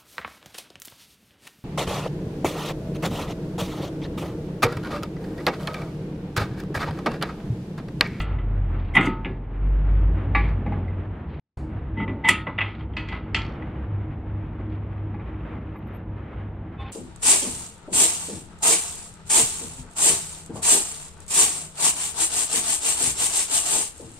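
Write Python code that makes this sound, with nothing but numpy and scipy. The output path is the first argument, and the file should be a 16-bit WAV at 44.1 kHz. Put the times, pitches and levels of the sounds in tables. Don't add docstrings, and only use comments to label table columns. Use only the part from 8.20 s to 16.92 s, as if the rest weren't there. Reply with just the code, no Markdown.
import sys
import numpy as np
from scipy import signal
from scipy.fft import rfft, irfft, next_fast_len
from scipy.io import wavfile
from scipy.ndimage import uniform_filter1d, minimum_filter1d, map_coordinates

SR = 44100
rng = np.random.default_rng(int(sys.argv[2]) if len(sys.argv) > 2 else 0)


def master_out(mix):
    frames = np.transpose(np.atleast_2d(mix))
    ceiling = np.clip(frames, -1, 1)
    pcm = np.round(ceiling * 32767).astype(np.int16)
    wavfile.write(sys.argv[1], SR, pcm)


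N = 384552
TIME = np.arange(N) / SR
AGE = np.arange(int(SR * .55)) / SR

# start in seconds, clank level in dB, hardness as the top
# of the contact's treble in Hz, thud level in dB, mode favoured by the contact point in Hz,
# ring length as a factor (small when gripped), gain of the low clang in dB.
KNUCKLE_BLOWS = [(.001, -34.5, 4670, -68, 1345, 1.17, 5.5), (.185, -48, 2780, -47, 2008, 0.95, 5.5),
                 (.752, -26, 3100, -27.5, 3203, 1.1, 4), (.768, -21.5, 2930, -30.5, 786, 0.63, 6),
                 (.777, -21, 2580, -20.5, 1276, .8, 3.5), (.809, -28, 3200, -29, 2008, .65, 1.5),
                 (.826, -32.5, 2900, -43, 1744, 0.65, 4.5), (.845, -33.5, 3000, -33, 1276, 1, 5),
                 (.867, -34, 2800, -25.5, 895, 1.1, 8), (1.047, -35, 3010, -30.5, 2110, .5, -0.5),
                 (3.771, -51, 2300, -30.5, 895, 0.79, 8.5), (3.8, -43, 2300, -30, 895, .85, 14),
                 (3.878, -39, 2400, -29.5, 2000, 1.1, 6), (3.893, -47.5, 3000, -39.5, 895, .7, 12),
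                 (4.046, -33.5, 3750, -35, 2191, .86, 0), (4.078, -34.5, 12000, -45, 2191, .7, -1.5),
                 (4.087, -15, 12000, -30, 1276, 0.9, -4.5), (4.268, -33, 1900, -34, 2000, 1, 13),
                 (4.38, -34, 2790, -43, 2708, 0.94, 4), (4.385, -26.5, 2800, -47, 1943, 0.61, 4),
                 (4.406, -28.5, 3100, -45, 2708, .85, 3.5), (4.413, -26.5, 3200, -44, 2573, 1.2, 2.5),
                 (4.607, -52, 3400, -47, 3203, 0.79, 8.5), (4.735, -54.5, 3400, -46.5, 3203, .8, 5),
                 (4.767, -31, 4480, -53, 2573, 1.6, 2.5), (4.886, -41, 4700, -39.5, 3327, 1, 1),
                 (4.924, -37.5, 3830, -42, 2008, 1.5, 11), (5.145, -22.5, 5200, -48.5, 3171, 1.09, -3),
                 (5.164, -34, 5950, -45, 1335, 1.2, 6.5), (5.422, -47, 2680, -43, 2008, 0.9, 4.5)]
DISC_BLOWS = [(1.056, -41.5, 3010, -33, 1696, 1.4, 4.5), (2.149, -19, 3020, -33.5, 1157, 1.11, -1.5),
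              (2.158, -29.5, 2800, -43, 818, 1.17, 5.5), (2.287, -48.5, 4400, -51, 2498, .9, -1),
              (2.461, -42.5, 2600, -29, 818, 0.75, 7), (2.521, -45, 2600, -35, 818, 1.06, 13),
              (2.68, -48.5, 3306, -49.5, 2000, 1.1, 3), (6.396, -60, 3680, -41.5, 1992, 0.64, 13.5),
              (6.941, -54, 3000, -42, 2498, 0.79, 14), (6.997, -53, 3000, -50, 2272, .5, 7),
              (7.141, -63, 3200, -47, 2272, .7, 18), (7.35, -53.5, 2800, -45, 1157, 0.73, 8.5),
              (7.555, -53, 2810, -52, 1335, .8, 8.5), (7.634, -64, 3000, -41, 2089, .7, 17)]
# frequency in Hz, relative spectral level in dB.
IRON_SPECTRUM = [(300, -29.5), (650, -8.5), (1000, -1.5), (1300, -7.5), (1550, -9), (1800, -2.5), (2050, 4),
                 (2400, -1.5), (3250, -7), (3650, -11.5), (4200, -30), (5200, -41), (7000, -70)]
# frequency in Hz, relative spectral level in dB.
TICK_SPECTRUM = [(2500, -16), (4400, 2), (5300, -5.5), (6300, -6.5), (7300, -3), (8800, -6.5), (10500, -10),
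                 (12000, -17.5), (15000, -41.5)]
# frequency in Hz, relative level in dB, unscaled t60 in seconds.
HIGH_RING = [(3980, -3.5, .2), (4260, -2.5, 0.29), (4450, -4, 0.39), (4600, -3.5, 0.23), (4830, -4, 0.25),
             (5515, -8, 0.14), (5911, -5, .17), (6360, -5.5, 0.12), (7400, 1.5, .12), (7466, -1.5, 0.12),
             (7930, 0.5, .12), (8980, -2, .13), (10000, -5.5, .1), (11900, -9.5, .08)]
DROPOUT_SPAN = (3.198, 3.372)


def blows(rows, modes, body, ring_db, favour_db):
    # frequency in Hz, relative spectral level in dB.
    thud_spectrum = [(70, -31), (140, -9), (280, 6), (450, -3), (700, -15.5), (1500, -44.5), (4000, -91.5)]
    # frequency in Hz, relative level in dB, t60 in seconds.
    suspension_modes = [(135, -1, 0.28), (181.2, 2.5, 0.37), (219.6, -0.5, 0.47), (266.2, -2, .35),
                        (298, -6.5, 0.21), (364, -9, 0.38)]
    medium_hz, hardest_hz = 3360, 5200
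    sharp_db, edge_db = 3, 7
    snap, snap_s = .55, .01
    tick_db = -13.5
    thud_attack_s = .005
    out = np.zeros((2, N))
    for s, clank_db, top_hz, thud_db, favoured_hz, sustain, low_db in rows:
        tones = ring(modes, scatter_db=1.5, favoured_hz=favoured_hz, favour_db=favour_db, sustain=sustain)
        metal = burst(body, t60=.035, room_db=-7, room_t60=.32 * np.sqrt(abs(sustain)))
        metal = metal + amp(ring_db) * tones
        metal = metal * (1 + snap * np.exp(-(AGE / snap_s) ** 2))
        octaves = np.log2(min(top_hz, hardest_hz) / medium_hz)
        brightness = [(2100, 0), (2600, sharp_db * octaves), (3400, edge_db * octaves), (3900, -1.6)]
        metal = unit_attack(colour(metal, brightness))
        metal = colour(metal, [(1300, low_db), (1800, 0)])
        echo = amp(-25.0) * burst(body, t60=.2, room_db=-4.5, room_t60=.35)
        clank = spread(metal, echo) + amp(tick_db) * edge_tick(top_hz, sustain)
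        add(out, s, amp(clank_db) * clank)
        thud = burst(thud_spectrum, t60=0.25, room_db=-1.5, room_t60=0.6)
        thud = thud + amp(5.5) * ring(suspension_modes, scatter_db=3.5)
        thud = thud * (1 - np.exp(-AGE / thud_attack_s))
        add(out, s, amp(thud_db) * unit_attack(thud))
    return out


def ring(modes, scatter_db, favoured_hz=0, favour_db=0, sustain=1):
    shift = 1.3
    hz, db, t60 = np.transpose(modes)[:, :, None]
    favour = favour_db * np.exp(-((hz - favoured_hz) / 35) ** 2)
    level = db + scatter_db * rng.standard_normal(hz.shape) + favour
    hz = hz + shift / t60 * rng.standard_normal(hz.shape)
    phase = 2 * np.pi * (hz * AGE + rng.random(hz.shape))
    decay = amp(level - 60 * AGE / (t60 * max(sustain, .1)))
    tones = decay * np.sin(phase.astype(np.float32))
    onset = 1 - np.exp(-(AGE / .0012) ** 2)
    contact = 1 + 0.25 * np.exp(-AGE / 0.048)
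    return unit_attack(onset * contact * np.sum(tones, 0))


def burst(spectrum, t60, room_db, room_t60):
    cluster_hz, cluster_db = 55.2, 4.5
    envelope = np.hypot(amp(-60 * AGE / t60), amp(room_db - 60 * AGE / room_t60))
    envelope *= 1 - np.exp(-AGE / 0.0014)
    m = next_fast_len(len(AGE))
    hz = np.fft.rfftfreq(m, 1 / SR)
    knots = rng.standard_normal(size=1000)
    bunches = amp(cluster_db * np.interp(hz / cluster_hz, np.arange(len(knots)), knots))
    noise = irfft(rfft(rng.standard_normal(m)) * bunches, m)[:len(AGE)]
    return unit_attack(wheel_well(colour(envelope * noise, spectrum), gain=0.13))


def wheel_well(x, gain, count=7):
    out = x.copy()
    delays = rng.uniform(.001, .012, count)
    signs = rng.choice([-1, 1], count)
    for delay, sign in zip(delays, signs):
        add(out, delay, sign * gain * x)
    return out


def edge_tick(top_hz, sustain):
    crack = amp(1.5) * burst(TICK_SPECTRUM, t60=0.016, room_db=-37.0, room_t60=.1)
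    tail = burst(TICK_SPECTRUM, t60=0.035, room_db=-11.5, room_t60=0.22 * abs(sustain))
    tick = crack + tail + amp(-1.0) * ring(HIGH_RING, scatter_db=0.0, sustain=sustain)
    tick = spread(tick, amp(0.5) * burst(TICK_SPECTRUM, t60=.035, room_db=-10.0, room_t60=0.2))
    treble = [(4400, 0.83), (7000, 12.5), (12000, 15), (14000, 11)]
    tilt = [(hz, db + roll_off(hz, top_hz)) for hz, db in treble]
    return amp(tilt[0][1]) * unit_attack(colour(tick, tilt))


def roll_off(hz, top_hz):
    order = 7.2
    return -10 * np.log10(1 + (hz / top_hz) ** (2 * order))


def rattles():
    # start in seconds, length in seconds, first and last contact level in dB, hardness in Hz.
    rattle_rows = [(.785, .13, -35, -50.5, 2800), (2.204, .08, -51, -56.5, 3400),
                   (2.452, .3, -54.5, -56, 2600), (4.451, .19, -52, -59.5, 3600),
                   (4.891, 0.13, -42.5, -58, 3750), (5.181, .18, -39.5, -64, 5200),
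                   (6.901, .75, -61.5, -57, 2610)]
    # frequency in Hz, relative spectral level in dB.
    chatter_spectrum = [(400, -14), (900, 2), (1600, 0.5), (2100, 4.5), (3200, 7.5), (4500, 1),
                        (7500, -6.5), (12000, -20)]
    gap_s, scatter_db = .021, 2.5
    out = np.zeros((2, N))
    age = AGE[:SR // 10]
    decay = np.hypot(amp(-60 * age / .014), amp(-14 - 60 * age / .16))
    for s, length, first_db, last_db, top_hz in rattle_rows:
        contacts = np.zeros((2, int(length * SR) + len(age)))
        times = np.cumsum(gap_s * rng.gamma(2, .5, size=80))
        for at, strength in zip(times, rng.standard_normal(size=80)):
            if at < length:
                db = first_db + (last_db - first_db) * at / length + scatter_db * strength
                grain = decay * rng.standard_normal((2, len(age)))
                add(contacts, at, amp(db) * unit_attack(grain, size=400))
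        mid, side = colour(colour(contacts, chatter_spectrum), [(top_hz, 0), (2 * top_hz, -32)])
        add(out, s, spread(mid, amp(-7.5) * side))
    return out


def scrapes():
    # start in seconds, length in seconds, judder level in dB, grit level in dB,
    # judder pitch in Hz, low mode in dB relative to the judder's squeal.
    scrape_rows = [(.004, 0.019, -52, -56, 2080, -10), (0.736, 0.018, -35.5, -60, 2110, -14),
                   (0.748, 0.013, -21.5, -43.5, 2010, -12), (0.764, 0.014, -10, -54, 2006, -18),
                   (.806, 0.0098, -26.5, -54, 2035, -19), (0.82, .032, -36, -56, 2100, -6),
                   (0.849, .016, -39, -48.5, 2220, -8), (0.863, .016, -30, -66, 2050, -20),
                   (3.761, 0.1, -34, -92, 2010, -8.5), (4.036, 0.063, -19.5, -63.5, 2006, -7),
                   (4.084, 0.014, -11.5, -30.5, 1973, -20), (4.888, 0.087, -40.5, -87, 2030, -7),
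                   (8.595, .04, -60.5, -80, 1990, -10)]
    # frequency in Hz, relative spectral level in dB.
    grit_spectrum = [(2500, -18), (4400, -7.5), (5500, -4), (7400, 1), (10500, -6), (12000, -11),
                     (15000, -36.5)]
    drift, flutter_db = .009, 1.4
    out = np.zeros((2, N))
    for s, length, judder_db, grit_db, hz, low_db in scrape_rows:
        press = stroke(length)
        n = len(press)
        phase = 2 * np.pi * np.cumsum(hz * (1 + drift * wobble(130, size=n))) / SR
        judder = np.sqrt(2) * amp(flutter_db * wobble(220, size=n)) * np.sin(phase)
        bands = [(2210, 70, -11.5), (2970, 70, -20.5), (3190, 70, -20.5), (895, 35, low_db)]
        for mode_hz, width_hz, db in bands:
            judder = judder + amp(db) * narrow(mode_hz, width_hz, n)
        judder = judder + amp(-11.5) * unit(colour(rng.standard_normal(n), IRON_SPECTRUM))
        add(out, s, amp(judder_db) * press * unit(judder))
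        slips = press * rng.standard_normal((2, n)) ** 3
        edge = burst(grit_spectrum, t60=0.022, room_db=-18.0, room_t60=0.12)
        edge = edge + amp(-9.5) * ring(HIGH_RING, scatter_db=0.0, sustain=0.89)
        grit = unit_attack(signal.fftconvolve(slips, edge[None], axes=1), size=n)
        add(out, s, amp(grit_db) * spread(grit[0], amp(-5.5) * grit[1]))
    return out


def stroke(length):
    return signal.windows.tukey(max(16, int(length * SR)), .5)


def scuffs():
    # start in seconds, length in seconds, level in dB.
    scuff_rows = [(0.543, 0.2, -55), (3.066, 0.16, -54), (3.528, 0.087, -64), (4.519, 0.14, -53),
                  (4.861, 0.15, -46), (6.486, 0.089, -56.5), (8.577, .16, -48.5)]
    # frequency in Hz, relative spectral level in dB.
    brush_spectrum = [(120, -44.5), (400, -7), (1000, 6), (1600, 3), (2300, 4.5), (3400, -3), (4400, -12.5),
                      (5500, -29), (7000, -41.5), (12000, -50)]
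    delay_s, slide_s, slide_db = 0.0201, .14, -52
    firm_db, force, grip = -17.5, 0.68, 0.25
    strokes = list(scuff_rows)
    for s, clank_db, _, thud_db, *_ in KNUCKLE_BLOWS + DISC_BLOWS:
        db = slide_db + force * (clank_db - firm_db) - grip * (thud_db - clank_db)
        strokes.append((s + delay_s, slide_s, db))
    power = np.zeros(N)
    for s, length, db in strokes:
        add(power, s, (amp(db) * stroke(length)) ** 2)
    noise = rng.standard_normal((2, N)) * amp(2.2 * wobble(120))
    grains = unit(colour(noise, brush_spectrum))
    return np.sqrt(power) * spread(grains[0], amp(-10.5) * grains[1])


def squeaks():
    # start in seconds, length in seconds, level in dB.
    squeak_rows = [(7.558, 0.044, -72.5), (7.667, 0.03, -72), (7.732, 0.049, -65.5)]
    # start in seconds, length in seconds, level in dB.
    disc_rub = (8.57, 0.141, -43.5)
    # frequency in Hz, relative level in dB.
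    rub_tones = [(802, 1.5), (1071, 2), (2573, -7), (2966, -14), (3521, -5.5), (3661, -15)]
    out = np.zeros(N)
    for s, length, db in squeak_rows:
        press = stroke(length)
        add(out, s, amp(db) * press * narrow(13000, 250, len(press)))
    s, length, db = disc_rub
    press = stroke(length)
    song = sum(amp(level) * narrow(hz, 34, len(press)) for hz, level in rub_tones)
    add(out, s, amp(db) * press * unit(song))
    return out


def engine():
    # time in seconds, firing rate in Hz, level in dB.
    firing_curve = [(0, 50.7, -29), (.12, 50.7, -26.5), (.25, 42.7, -24), (.42, 44.1, -22.5),
                    (.6, 41.26, -27.5), (.78, 35.69, -34.5), (.95, 43, -33), (1.32, 44.35, -33),
                    (1.45, 47.5, -20), (1.88, 50, -17), (2.02, 50.84, -30.5), (2.18, 51.95, -21),
                    (2.33, 51.6, -22.5), (2.43, 49.54, -35), (2.7, 51.05, -39), (2.85, 51.5, -42)]
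    # time in seconds, pitch in Hz, level in dB.
    drone_curve = [(0, 90.2, -36), (.3, 97.2, -29.5), (.42, 92.3, -25.5), (.6, 86.6, -28.5),
                   (.72, 80.5, -33), (.9, 92, -46), (1.4, 94.9, -47), (1.6, 95.9, -33.5), (1.9, 85.6, -27),
                   (2.15, 95.5, -26.5), (2.4, 93.7, -31), (2.8, 92.87, -29.5), (2.88, 94.64, -38),
                   (3.15, 80.1, -38)]
    idle_db = -34
    third_db, third_grows = -41.5, 0.42
    rate_hz, level_db = curves(firing_curve)
    drone_hz, drone_db = curves(drone_curve)
    phase = 2 * np.pi * np.cumsum(rate_hz) / SR
    firing = amp(level_db + 1.1 * wobble(15)) * np.sin(phase + 0.096 * wobble(43))
    drone_phase = 2 * np.pi * np.cumsum(drone_hz) / SR
    drone = amp(drone_db + 2.2 * wobble(22)) * np.sin(drone_phase + 0.74 * wobble(30))
    third_level = third_db + third_grows * (level_db - idle_db) + 3.2 * wobble(20)
    third = amp(third_level) * np.sin(3 * phase + 0.42 * wobble(24))
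    return np.sqrt(2) * (firing + drone + third) * (TIME < DROPOUT_SPAN[0])


def garage():
    # frequency in Hz, width in Hz, level in dB before the room's hum gain.
    hum_lines = [(53.7, 14, -43.5), (68, 9, -41), (99.93, 4.9, -37), (143, 20, -50), (221, 20, -50.5),
                 (314.9, 9, -47.5)]
    # frequency in Hz, relative spectral level in dB.
    rumble_spectrum = [(20, -16.5), (45, 4), (130, 5.5), (200, 1), (300, -2.5), (380, -6.5), (600, -13.5),
                       (900, -14.5), (1600, -41), (3000, -82.5)]
    # frequency in Hz, relative spectral level in dB.
    rustle_spectrum = [(90, -49), (300, 3), (800, -5.5), (1300, -4.5), (1550, -8), (2100, -11),
                       (3000, -19.5), (3700, -28), (4500, -41), (6000, -50.5), (15000, -61)]
    # time in seconds, hum gain in dB, rumble level in dB.
    room_curve = [(0, -7, -35), (1.25, -6.5, -39), (1.9, -3, -33), (2.6, -6, -32.5), (3, -6, -37),
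                  (3.55, 4.5, -36), (4.3, -0.5, -40.5), (5.2, 3.5, -35.5), (6.4, 3, -37),
                  (8.72, -3.5, -38.5)]
    # time in seconds, mean rustle level in dB.
    movement_curve = [(0, -45), (.75, -47.5), (1.2, -51), (1.8, -43), (2.6, -44.5), (2.9, -49.5),
                      (3.55, -48), (4.3, -53), (5.4, -46.5), (6, -50.5), (6.7, -49), (7.3, -46.5),
                      (7.8, -50.5), (8.72, -49.5)]
    hum_db, rumble_db = curves(room_curve)
    hum = amp(hum_db) * sum(amp(db) * narrow(hz, width, N) for hz, width, db in hum_lines)
    rumble = amp(rumble_db) * unit(colour(rng.standard_normal(N), rumble_spectrum))
    rustle_db, = curves(movement_curve)
    rustle = unit(colour(rng.standard_normal((2, N)), rustle_spectrum))
    rustle = amp(rustle_db + 1.9 * wobble(11)) * rustle
    rustle = rustle * amp(1.1 * wobble(45))
    return spread(hum + rumble + rustle[0], amp(-8.0) * rustle[1])


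def hiss():
    out = np.zeros((2, N))
    noise = unit(colour(rng.standard_normal(len(AGE)), TICK_SPECTRUM))
    add(out, DROPOUT_SPAN[1], amp(-60.5 - 60 * AGE / 0.4) * noise)
    return out


def amp(db):
    return np.exp(np.asarray(db) * (np.log(10) / 20))


def unit(x):
    return x / np.sqrt(np.mean(x ** 2) + 1e-20)


def unit_attack(x, size=1300):
    return x / np.sqrt(np.mean(x[..., :size] ** 2) + 1e-20)


def curves(rows):
    s, *cols = np.transpose(rows)
    return [np.interp(TIME, s, c) for c in cols]


def wobble(rate, size=N):
    knots = rng.standard_normal(int(size * rate / SR) + 4)
    return map_coordinates(knots, [TIME[:size] * rate])


def colour(x, points):
    n = x.shape[-1]
    m = 2 * next_fast_len(n // 2 + 2048)
    hz, db = np.transpose(points)
    log_hz = np.log(np.fft.rfftfreq(m, 1 / SR) + 1)
    cepstrum = irfft(np.log(amp(np.interp(log_hz, np.log(hz), db))))
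    cepstrum[1:m // 2] *= 2
    cepstrum[m // 2 + 1:] = 0
    return irfft(rfft(x, m) * np.exp(rfft(cepstrum)), m)[..., :n]


def narrow(hz, width_hz, n):
    f = np.fft.rfftfreq(next_fast_len(n + SR // 4), 1 / SR)
    noise = rfft(rng.standard_normal(2 * len(f) - 2))
    return unit(irfft(noise / (1 + ((f - hz) / width_hz * 2) ** 2))[:n])


def add(track, s, x):
    start = max(0, round(s * SR))
    track[..., start:start + x.shape[-1]] += x[..., :track.shape[-1] - start]


def spread(mid, side):
    return np.array([mid + side, mid - side])


def scene():
    # frequency in Hz, relative level in dB, unscaled t60 in seconds.
    bracket_modes = [(796, -18.5, .4), (895, -15.5, .8), (1222, -16.5, 0.58), (1278, -13, .55),
                     (1337, -15, 0.48), (1435, -14.5, 0.59), (1744, -12, .3), (1955, -3, .18),
                     (2000, 1, 0.23), (2083, -9, .25), (2200, -12, .28), (2299, -12, .3),
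                     (2433, -6.5, 0.27), (2567, -7, .16), (2700, -6, 0.21), (2860, -10, 0.19),
                     (2894, -10, 0.25), (3150, -13.5, 0.24), (3210, -9.5, 0.17), (3310, -13.5, 0.26),
                     (3510, -15.5, .15), (3600, -14.5, .18)]
    # frequency in Hz, relative level in dB, unscaled t60 in seconds.
    disc_modes = [(828, -0.5, .2), (1150, -4.5, 0.22), (1350, -22, .5), (1695, -3.5, .25), (1992, -0.5, .2),
                  (2072, 0, .16), (2280, -6.5, .2), (2320, -2.5, 0.13), (2510, -6.5, .2), (3760, -16, .18)]
    # frequency in Hz, relative spectral level in dB.
    disc_spectrum = [(300, -35), (600, -14.5), (850, -7.5), (1400, -10.5), (1800, -4.5), (2100, 4),
                     (2500, -10), (3100, -17), (3800, -25), (4800, -30.5), (7000, -72)]
    knuckle = blows(KNUCKLE_BLOWS, bracket_modes, IRON_SPECTRUM, ring_db=3.5, favour_db=10.5)
    disc = blows(DISC_BLOWS, disc_modes, disc_spectrum, ring_db=4.0, favour_db=6.5)
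    work = knuckle + disc + rattles() + scrapes() + scuffs() + squeaks()
    return work + engine() + garage() + hiss()


def record(dry):
    limit, hold_s, top_hz = 0.96, .004, 15400
    silent = (TIME > DROPOUT_SPAN[0]) & (TIME < DROPOUT_SPAN[1])
    x = dry * uniform_filter1d(np.where(silent, amp(-54.5), 1.), size=90)
    hold = max(8, int(hold_s * SR))
    needed = limit / np.maximum(np.abs(x).max(0), limit)
    x = x * uniform_filter1d(minimum_filter1d(needed, hold), hold)
    m = next_fast_len(N + SR // 4)
    passed = np.fft.rfftfreq(m, 1 / SR) < top_hz
    return irfft(rfft(x, m) * passed, m)[:, :N]


dry = scene()
out = record(dry)
master_out(out)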